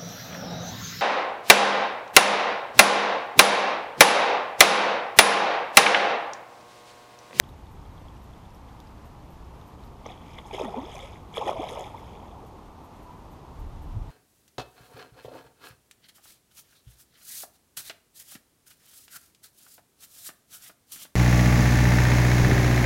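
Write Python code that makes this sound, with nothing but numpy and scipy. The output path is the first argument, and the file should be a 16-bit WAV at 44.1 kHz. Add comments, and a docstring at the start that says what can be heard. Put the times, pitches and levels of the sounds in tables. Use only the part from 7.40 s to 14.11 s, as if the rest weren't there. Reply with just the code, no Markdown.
"""A hooked fish thrashes at the surface of a pond, heard from a few metres inside a closed housing.
Far traffic rumbles and hisses throughout (filtered noise), with faint puffs of high hiss; at first reel and
tackle tick (short rings and snaps). From 2.6 s and again from 3.9 s the water thrashes: air pockets gulp and
ring (gliding decaying sines), froth bubbles (many small ones), drops ring and spray patters back (clicks, hiss).
At 5.6 s a far bird calls once (wavering sine); from 6.1 s a gust reaches the microphone (low noise)."""
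import sys
import numpy as np
from scipy import signal
from scipy.fft import rfft, irfft
from scipy.io import wavfile

SR = 44100
rng = np.random.default_rng(int(sys.argv[2]) if len(sys.argv) > 2 else 0)


def int16_out(signal):
    """Quantize to a 16-bit WAV file."""
    q = np.round(np.clip(np.atleast_2d(signal).T, -1, 1) * 32767)
    wavfile.write(sys.argv[1], SR, q.astype(np.int16))


def gain_from_db(level_db):
    """Convert decibel levels to linear amplitude factors (20 dB per decade)."""
    decades = np.asarray(level_db, float) / 20
    return 10 ** decades


N = 295730

# Large air pockets torn into the water. Each row: start in seconds, peak in dB before roughness,
# pitch at the peak in Hz, rise time in ms, glide in octaves per rise time.
AIR_POCKETS = [(2.6569, -32, 1084, 2, 0.092), (2.6611, -26.5, 700, 1.1, -0.22),
               (2.6995, -37.5, 739, 2.0, 0), (2.9855, -35, 990, 1.4, 0.12), (3.053, -41, 880, 4, -0.033),
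               (3.108, -33.5, 858, 3.7, 0), (3.1304, -30, 427, 4.7, -0.11), (3.1456, -28, 490, 1.4, -0.25),
               (3.1791, -28, 776, 2.9, 0.32), (3.1971, -21.5, 616, 1.3, -0.24),
               (3.2115, -21.5, 527, 1.7, -0.18), (3.2166, -35, 373, 8.0, -0.0026),
               (3.2168, -28, 630, 2.6, 0.053), (3.2245, -33.5, 268, 20, -0.22),
               (3.2748, -36.5, 642, 8.2, 0.21), (3.3418, -29, 820, 1.8, -0.03),
               (3.3528, -36.5, 443, 12, 0.13), (3.3656, -29, 241, 13.5, 0.1),
               (3.42, -37.5, 310.5, 14.0, 0.25), (3.5469, -42, 614, 5.5, 0.16),
               (3.5707, -37.5, 778, 6.3, 0.015), (3.6236, -42, 527, 9.5, 0.055),
               (3.9706, -22, 950, 0.6, 0.15), (3.9773, -22, 592, 2.34, -0.29),
               (3.9843, -31.5, 444, 13, 0.25), (4.0107, -25, 880, 3.9, -0.085),
               (4.0125, -33, 552, 9.3, -0.31), (4.0206, -30, 1074, 3.5, -0.13),
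               (4.027, -28, 880, 3.2, -0.023), (4.055, -41, 866, 4.7, 0.29), (4.0644, -32, 457, 4, 0.29),
               (4.0757, -27.5, 856, 8.2, -0.013), (4.0824, -19.5, 580, 2.9, -0.01),
               (4.0923, -12.5, 806, 0.8, -0.2), (4.1129, -23, 613, 1.5, 0.025),
               (4.1308, -22, 816, 0.47, -0.34), (4.1553, -32.5, 655, 12, 0),
               (4.1887, -29.5, 304, 10.7, 0.37), (4.1912, -29, 715, 5.7, 0.079),
               (4.2306, -29, 739, 1.17, -0.21), (4.2376, -29.5, 760, 3.1, -0.17),
               (4.3109, -36.5, 477, 10.7, 0.13), (4.3714, -32.5, 630, 3.5, -0.091),
               (4.3896, -32, 755, 3.6, -0.021), (4.459, -36.5, 815, 6.2, 0.059),
               (4.5395, -34, 868, 5.2, 0.12), (4.9673, -40, 830, 5.1, 0.07)]
# Loudest single drops striking the water. Each row: start in seconds, peak in dB, pitch in Hz.
LOUD_DROPS = [(2.6597, -39.5, 2110), (2.6647, -38, 5900), (2.6895, -41.5, 2400), (2.7764, -47, 3240),
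              (2.9826, -38, 2050), (2.9862, -34, 3340), (3.111, -40, 2370), (3.137, -36, 3045),
              (3.1469, -39, 3360), (3.1928, -33.5, 2500), (3.251, -40.5, 1830), (3.518, -40, 3045),
              (3.5547, -39.5, 5940), (3.565, -38, 2360), (3.5913, -42, 2080), (3.7564, -46, 2070),
              (3.941, -34.5, 3250), (3.9647, -30, 3283), (3.9797, -23.5, 3280), (4.0777, -36, 1850),
              (4.079, -31, 3045), (4.0856, -31, 2400), (4.2182, -36, 3240), (4.2883, -34, 3630),
              (4.2887, -37, 2100), (4.3715, -44, 2370), (4.409, -38, 6957), (4.4403, -37.5, 3450),
              (4.5806, -45, 2092), (4.752, -50, 2300)]
# Stirred water, one list per bout of thrashing. Each row: time in seconds, froth level in dB, spray level in dB.
THRASHING_BOUTS = [
    [(2.65, -66, -74), (2.76, -65, -63), (2.96, -59, -54), (3.01, -61, -60), (3.12, -60, -57.5),
     (3.22, -40, -48), (3.32, -43, -55), (3.46, -45, -50), (3.6, -47, -48.5), (3.74, -58.5, -54.5),
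     (3.85, -71, -73)],
    [(3.93, -56, -72), (3.965, -44, -46.5), (4.12, -36.5, -50.5), (4.24, -38.5, -45.5),
     (4.29, -42.5, -46.5), (4.39, -38.5, -46.5), (4.51, -48, -56.5), (4.65, -52, -60), (4.92, -52, -62.5),
     (5.05, -51, -85)],
]
# Slaps of tail and body on the surface. Each row: peak time in seconds, then peak levels of
# froth, coarse spray and fine spray in dB.
BODY_SLAPS = [(2.663, -43, -49, -67), (2.704, -42, -44.5, -63), (2.986, -48, -50, -61),
              (3.074, -56, -62, -58.5), (3.145, -40.5, -38, -49), (3.198, -34, -40, -54),
              (3.25, -38.5, -45, -54), (3.376, -36, -55, -68), (3.944, -54, -49, -55),
              (3.964, -49, -37.5, -48.5), (3.978, -41, -46, -55), (4.022, -35, -56, -66),
              (4.08, -25, -34.5, -45.5), (4.296, -46, -45, -57)]
# Thrown water raining back as fine spray. Each row: peak time in seconds, peak level in dB, fall time in seconds.
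SPRAY_SHOWERS = [(3.55, -53.5, 0.078), (4.31, -54, 0.056), (4.39, -55, 0.077)]
# Spectrum that the housing's cavity resonances give the spray. Each row: frequency in Hz, relative density in dB.
HOUSING_SPECTRUM = [(760, -60), (1300, 7.5), (1430, -60), (1580, -16), (1880, -10), (2360, -4.5),
                    (2730, -12.5), (3390, -2), (4340, -27.5), (5170, -8.5), (5910, -13), (6480, -3),
                    (7720, -12), (11300, -10.5), (15200, -29)]
# Ticks of reel and tackle. Each row: ring start in seconds, ring peak in dB, pitch in Hz,
# snap impulse in dB before filtering.
TACKLE_TICKS = [(0.0374, -47, 3300, -42.5), (0.091, -50, 3800, -46), (0.2688, -53, 3600, -47),
                (0.4534, -55, 3400, -52), (0.579, -51.5, 3300, -41), (0.6838, -47.5, 3300, -38),
                (0.9358, -51, 3400, -47), (1.0535, -52, 3500, -48), (1.105, -56, 5500, -55),
                (1.1476, -53, 5500, -48), (1.288, -54, 3270, -50), (1.402, -50, 3530, -25),
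                (1.472, -53, 4900, -52), (2.213, -54, 3600, -33), (2.4372, -53, 3850, -41)]
# Faint high puffs, all alike. Each entry: start in seconds.
PUFF_STARTS_S = [0.079, 0.305, 0.82, 1.134, 1.646, 1.896, 2.26, 2.437, 4.571, 5.058, 5.434, 5.62, 5.906,
                 6.185, 6.413]
# Far bird call. Each row: time in seconds, pitch in Hz before wavering, level in dB before wavering.
BIRD_CALL = [(5.6, 978, -62), (5.63, 982, -54), (5.8, 990, -58), (5.825, 933, -54), (5.87, 910, -62)]
# Wind on the microphone. Each row: time in seconds, level in dB.
WIND_GUST = [(6.06, -61), (6.224, -39.5), (6.258, -38.5), (6.524, -39), (6.566, -28), (6.658, -40.5),
             (6.706, -42.5)]
# Far traffic. Each row: time in seconds, deep rumble level in dB, road hiss level in dB (297-1270 Hz).
TRAFFIC_LEVELS = [(0.0, -46.5, -52), (1.93, -47, -51), (2.6, -46.5, -49.5), (5.0, -48.5, -48.5),
                  (6.162, -47, -49), (6.706, -43.5, -50.5)]
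# Spectrum of the deep rumble. Each row: frequency in Hz, relative density in dB.
RUMBLE_SPECTRUM = [(12, -44), (20, -4.5), (64, 3), (155, -7), (184, -13.5), (247, -21), (300, -13.5),
                   (390, -42.5), (660, -120)]
# Spectrum of the road hiss. Each row: frequency in Hz, relative density in dB.
ROAD_SPECTRUM = [(88, -12), (150, -1), (248, -4.5), (603, -11), (871, -4.5), (1210, -8), (1590, -19),
                 (2340, -26), (3310, -28.5), (4770, -33), (6760, -35), (7590, -37.5), (11000, -40),
                 (13300, -39), (15200, -47)]


def rms_one(x):
    """Scales to unit power."""
    return x / np.sqrt(np.mean(x ** 2) + 1e-20)


def in_time(rows, silent=None):
    """Columns of a curve at every sample; outside its span they hold, or take the silent value."""
    s, *columns = np.transpose(rows)
    return [np.interp(np.arange(N) / SR, s, column, silent, silent) for column in columns]


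def colour(x, spectrum, size=8192):
    """Causal (minimum-phase) filter with the given spectrum, built by folding its cepstrum."""
    hz, db = np.transpose(spectrum)
    grid_hz = np.maximum(np.arange(size // 2 + 1), 1) * SR / size
    log_gain = np.interp(np.log(grid_hz), np.log(hz), db) * np.log(10) / 20
    cepstrum = irfft(log_gain)
    cepstrum[1:size // 2] *= 2
    cepstrum[size // 2 + 1:] = 0
    impulse_response = irfft(np.exp(rfft(cepstrum)))
    return signal.fftconvolve(x, impulse_response)[:N]


def band(x, low_hz, high_hz, order=2):
    """Band-pass."""
    return signal.sosfilt(signal.butter(order, [low_hz, high_hz], "band", fs=SR, output="sos"), x)


def drift(rate_hz):
    """Slow random wander of unit rms: noise through two equal one-pole low-passes."""
    r = np.exp(-2 * np.pi * rate_hz / SR)
    noise = rng.standard_normal(N + SR)
    settled = signal.lfilter([1], [1, -2 * r, r * r], noise)[SR:]
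    return rms_one(settled)


def add_ring(out, start_s, peak_db, hz, rise_s, glide_octaves, turn):
    """Adds one ring: a sine that swells, dies away and glides in pitch; turn is its phase in cycles."""
    at = int(start_s * SR)
    u = np.arange(min(int(6 * rise_s * SR), N - at)) / (rise_s * SR)   # time in rise times
    cycles = np.cumsum(hz * 2 ** (glide_octaves * (u - 1))) / SR
    out[at:at + len(u)] += gain_from_db(peak_db) * u * np.exp(1 - u) * np.sin(2 * np.pi * (turn + cycles))


def crowd(count, low_hz, high_hz, cycles, spread_db, start_s, end_s):
    """Many small rings at random moments, sizes and strengths, most of them rising in pitch."""
    out = np.zeros(N)
    for when, pitch, size, length, rise, turn in rng.random((count, 6)):
        hz = low_hz * (high_hz / low_hz) ** pitch
        ring_start_s = start_s + when * (end_s - start_s)
        peak_db = -spread_db * np.log(size + 0.015)
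        rise_s = cycles * (0.19 + length ** 2) / hz
        add_ring(out, ring_start_s, peak_db, hz, rise_s, 0.282 * rise - .05, turn)
    return out


def burst_power(peak_s, db, rise_s, fall_s):
    """Power of bursts that grow to a peak and die away, both exponentially."""
    coarse = np.arange(0, N, 16)   # every 16th sample, interpolated below
    u = coarse[:, None] / SR - peak_s
    level = gain_from_db(db) * np.exp(np.where(u < 0, u / rise_s, -u / fall_s))
    return np.interp(np.arange(N), coarse, np.sum(level ** 2, axis=1))


def pockets():
    """Big gulps: each air pocket rings from rest, and the housing stops them above its lowest cavity."""
    out = np.zeros(N)
    for start_s, peak_db, hz, rise_ms, glide_octaves in AIR_POCKETS:
        add_ring(out, start_s, peak_db, hz, rise_ms / 1000, glide_octaves, 0)
    out *= gain_from_db(2.2 * drift(70.0))   # the water wall shakes, so the ring is rough
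    return signal.sosfilt(signal.butter(6, 1320, fs=SR, output="sos"), out)


def froth(start_s, end_s):
    """Small bubbles, lifted where the lowest cavity of the housing rings."""
    bubbles = crowd(count=1300, low_hz=356.8, high_hz=1304, cycles=3.53, spread_db=1.5, start_s=start_s, end_s=end_s)
    return band(bubbles, 304, 1210, order=3) + gain_from_db(6.5) * band(bubbles, 720, 1040, order=1)


def patter(clicks_per_s, spread_db, clump_db, hiss_db):
    """Clumped impacts of falling spray: sparse clicks on a bed of finer hiss."""
    born = rng.random(N) < clicks_per_s * gain_from_db(clump_db * drift(25.0)) / SR
    sizes = gain_from_db(spread_db * np.minimum(rng.exponential(1, N), 4))
    clicks = born * sizes * rng.choice([-1, 1], N)
    hiss = gain_from_db(hiss_db) * rng.standard_normal(N)
    return colour(rms_one(clicks) + hiss, HOUSING_SPECTRUM)


def spray(start_s, end_s, span):
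    """Droplet rings, differentiated and coloured by the housing, over the patter of falling spray."""
    droplets = crowd(count=2200, low_hz=1502, high_hz=14960, cycles=5.03, spread_db=2.0,
                     start_s=start_s, end_s=end_s)
    rings = rms_one(colour(np.gradient(droplets), HOUSING_SPECTRUM))
    impacts = rms_one(patter(clicks_per_s=800, spread_db=3.5, clump_db=4.0, hiss_db=-8))
    return span * rings + gain_from_db(-1.5) * impacts


def churn():
    """Froth, coarse and fine spray follow the thrashing: a stirred bed, slaps on top, showers after."""
    slap_rise_s, froth_fall_s, spray_fall_s = 0.012, 0.021, 0.024   # times to change by a factor e
    shower_rise_s, fine_below_spray_db = 0.02, -14
    froth_db, spray_db = np.max([in_time(rows, silent=-120) for rows in THRASHING_BOUTS], axis=0)
    slap_s, slap_froth_db, slap_spray_db, slap_fine_db = np.transpose(BODY_SLAPS)
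    shower_s, shower_db, shower_fall_s = np.transpose(SPRAY_SHOWERS)

    froth_slaps = burst_power(slap_s, slap_froth_db, slap_rise_s, froth_fall_s)
    spray_slaps = burst_power(slap_s, slap_spray_db, slap_rise_s, spray_fall_s)
    fine_slaps = burst_power(slap_s, slap_fine_db, slap_rise_s, spray_fall_s)
    showers = burst_power(shower_s, shower_db, shower_rise_s, shower_fall_s)
    froth_gain = np.sqrt(gain_from_db(froth_db) ** 2 + froth_slaps)
    spray_gain = np.sqrt(gain_from_db(spray_db) ** 2 + spray_slaps)
    fine_gain = np.sqrt(gain_from_db(spray_db + fine_below_spray_db) ** 2 + fine_slaps + showers)

    start_s, end_s = 2.63, 5.05
    span = np.sqrt((end_s - start_s) * SR / N)   # rms over all N of a unit-rms sound within the span
    foam = froth(start_s, end_s)
    all_spray = spray(start_s, end_s, span)
    coarse = band(all_spray, 1400, 4500, order=3)
    fine = band(all_spray, 4500, 15500, order=3)
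    return span * (froth_gain * rms_one(foam) + spray_gain * rms_one(coarse) + fine_gain * rms_one(fine))


def drops():
    """Each drop leaves one short ring, a few cycles long."""
    out = np.zeros(N)
    rise_cycles = 2.65
    for (start_s, peak_db, hz), turn in zip(LOUD_DROPS, rng.random(len(LOUD_DROPS))):
        add_ring(out, start_s, peak_db, hz, rise_cycles / hz, .02, turn)
    return out


def tackle(rise_cycles):
    """Small metal ticks, a ring plus a broad snap at its peak, among fainter random ones."""
    rings, snaps = np.zeros(N), np.zeros(N)
    for (start_s, ring_db, hz, snap_db), turn in zip(TACKLE_TICKS, rng.random(len(TACKLE_TICKS))):
        rise_s = rise_cycles / hz
        add_ring(rings, start_s, ring_db, hz, rise_s, 0, turn)
        snaps[int((start_s + rise_s) * SR)] = gain_from_db(snap_db)
    faint = crowd(count=90, low_hz=2600, high_hz=7500, cycles=6.0, spread_db=1.5, start_s=0, end_s=2.7)
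    snap = band(snaps, 3300, 7000) + gain_from_db(-9) * band(snaps, 7000, 13500)
    return rings + snap + gain_from_db(-64) * faint


def puffs(level_db=-65, rise_s=.012, fall_s=.03):
    """Soft bursts of very high hiss: exponential onset, Gaussian fall."""
    t, shape = np.arange(N) / SR, np.zeros(N)
    for start_s in PUFF_STARTS_S:
        u = np.maximum(t - start_s, 0)
        shape += gain_from_db(level_db) * (1 - np.exp(-u / rise_s)) * np.exp(-(u / fall_s) ** 2)
    noise = rng.standard_normal((2, N))
    upper = rms_one(band(noise[0], 11500, 14300))
    lower = rms_one(band(noise[1], 6000, 11500))
    return shape * (upper + gain_from_db(-3) * lower)


def far_call():
    """A bird's slightly rough whistle near the edge of hearing: a sine wavering in pitch and level."""
    hz = in_time(BIRD_CALL)[0] + 12 * drift(30.0)
    db = in_time(BIRD_CALL, silent=-120)[1] + 4 * drift(25.0)
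    return np.sqrt(2) * gain_from_db(db) * np.sin(2 * np.pi * np.cumsum(hz) / SR)


def gust():
    """Lumpy wind eddies as low noise; a stronger puff reaches higher in pitch."""
    db, = in_time(WIND_GUST, silent=-120)
    noise = rng.standard_normal((2, N))
    slow = rms_one(band(noise[0], 28.3, 45.0))
    quick = rms_one(band(noise[1], 59, 104))
    quick_share = np.clip((db + 41.5) / 18, 0, 1)   # of the power
    return gain_from_db(db) * (np.sqrt(1 - quick_share) * slow + np.sqrt(quick_share) * quick)


def traffic():
    """Far roads: a deep wavering rumble under a broad, nearly steady hiss."""
    rumble_db, road_db = in_time(TRAFFIC_LEVELS)
    noise = rng.standard_normal((2, N))
    rumble = colour(noise[0], RUMBLE_SPECTRUM) * gain_from_db(0.96 * drift(1.5))
    road = colour(noise[1], ROAD_SPECTRUM)
    road /= band(road, 297, 1270, order=4).std()
    middle = band(road, 126.6, 1427)
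    rest = road - band(road, 112, 2056)
    rest_db = np.mean(road_db) + .5 * drift(8.6)
    return gain_from_db(rumble_db) * rms_one(rumble) + gain_from_db(road_db) * middle + gain_from_db(rest_db) * rest


def scene():
    """Water with a short band-limited echo from the bank, then the surroundings."""
    water = pockets() + churn() + drops()
    lag = int(.011 * SR)
    water[lag:] += gain_from_db(-14.5) * band(water, 280, 4300)[:-lag]
    return (water + tackle(rise_cycles=3.0) + puffs() + far_call() + gust() + traffic())[None]


def low_pass(x):
    """Removes everything above the highest recorded frequency."""
    return signal.sosfilt(signal.butter(12, 15380, fs=SR, output="sos"), x)


def record(dry):
    """A steep low-pass cuts the end of the top octave."""
    cut = signal.sosfilt(signal.cheby2(14, 45, 15650, fs=SR, output="sos"), dry)
    return low_pass(cut)


dry = scene()
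out = record(dry)
int16_out(out)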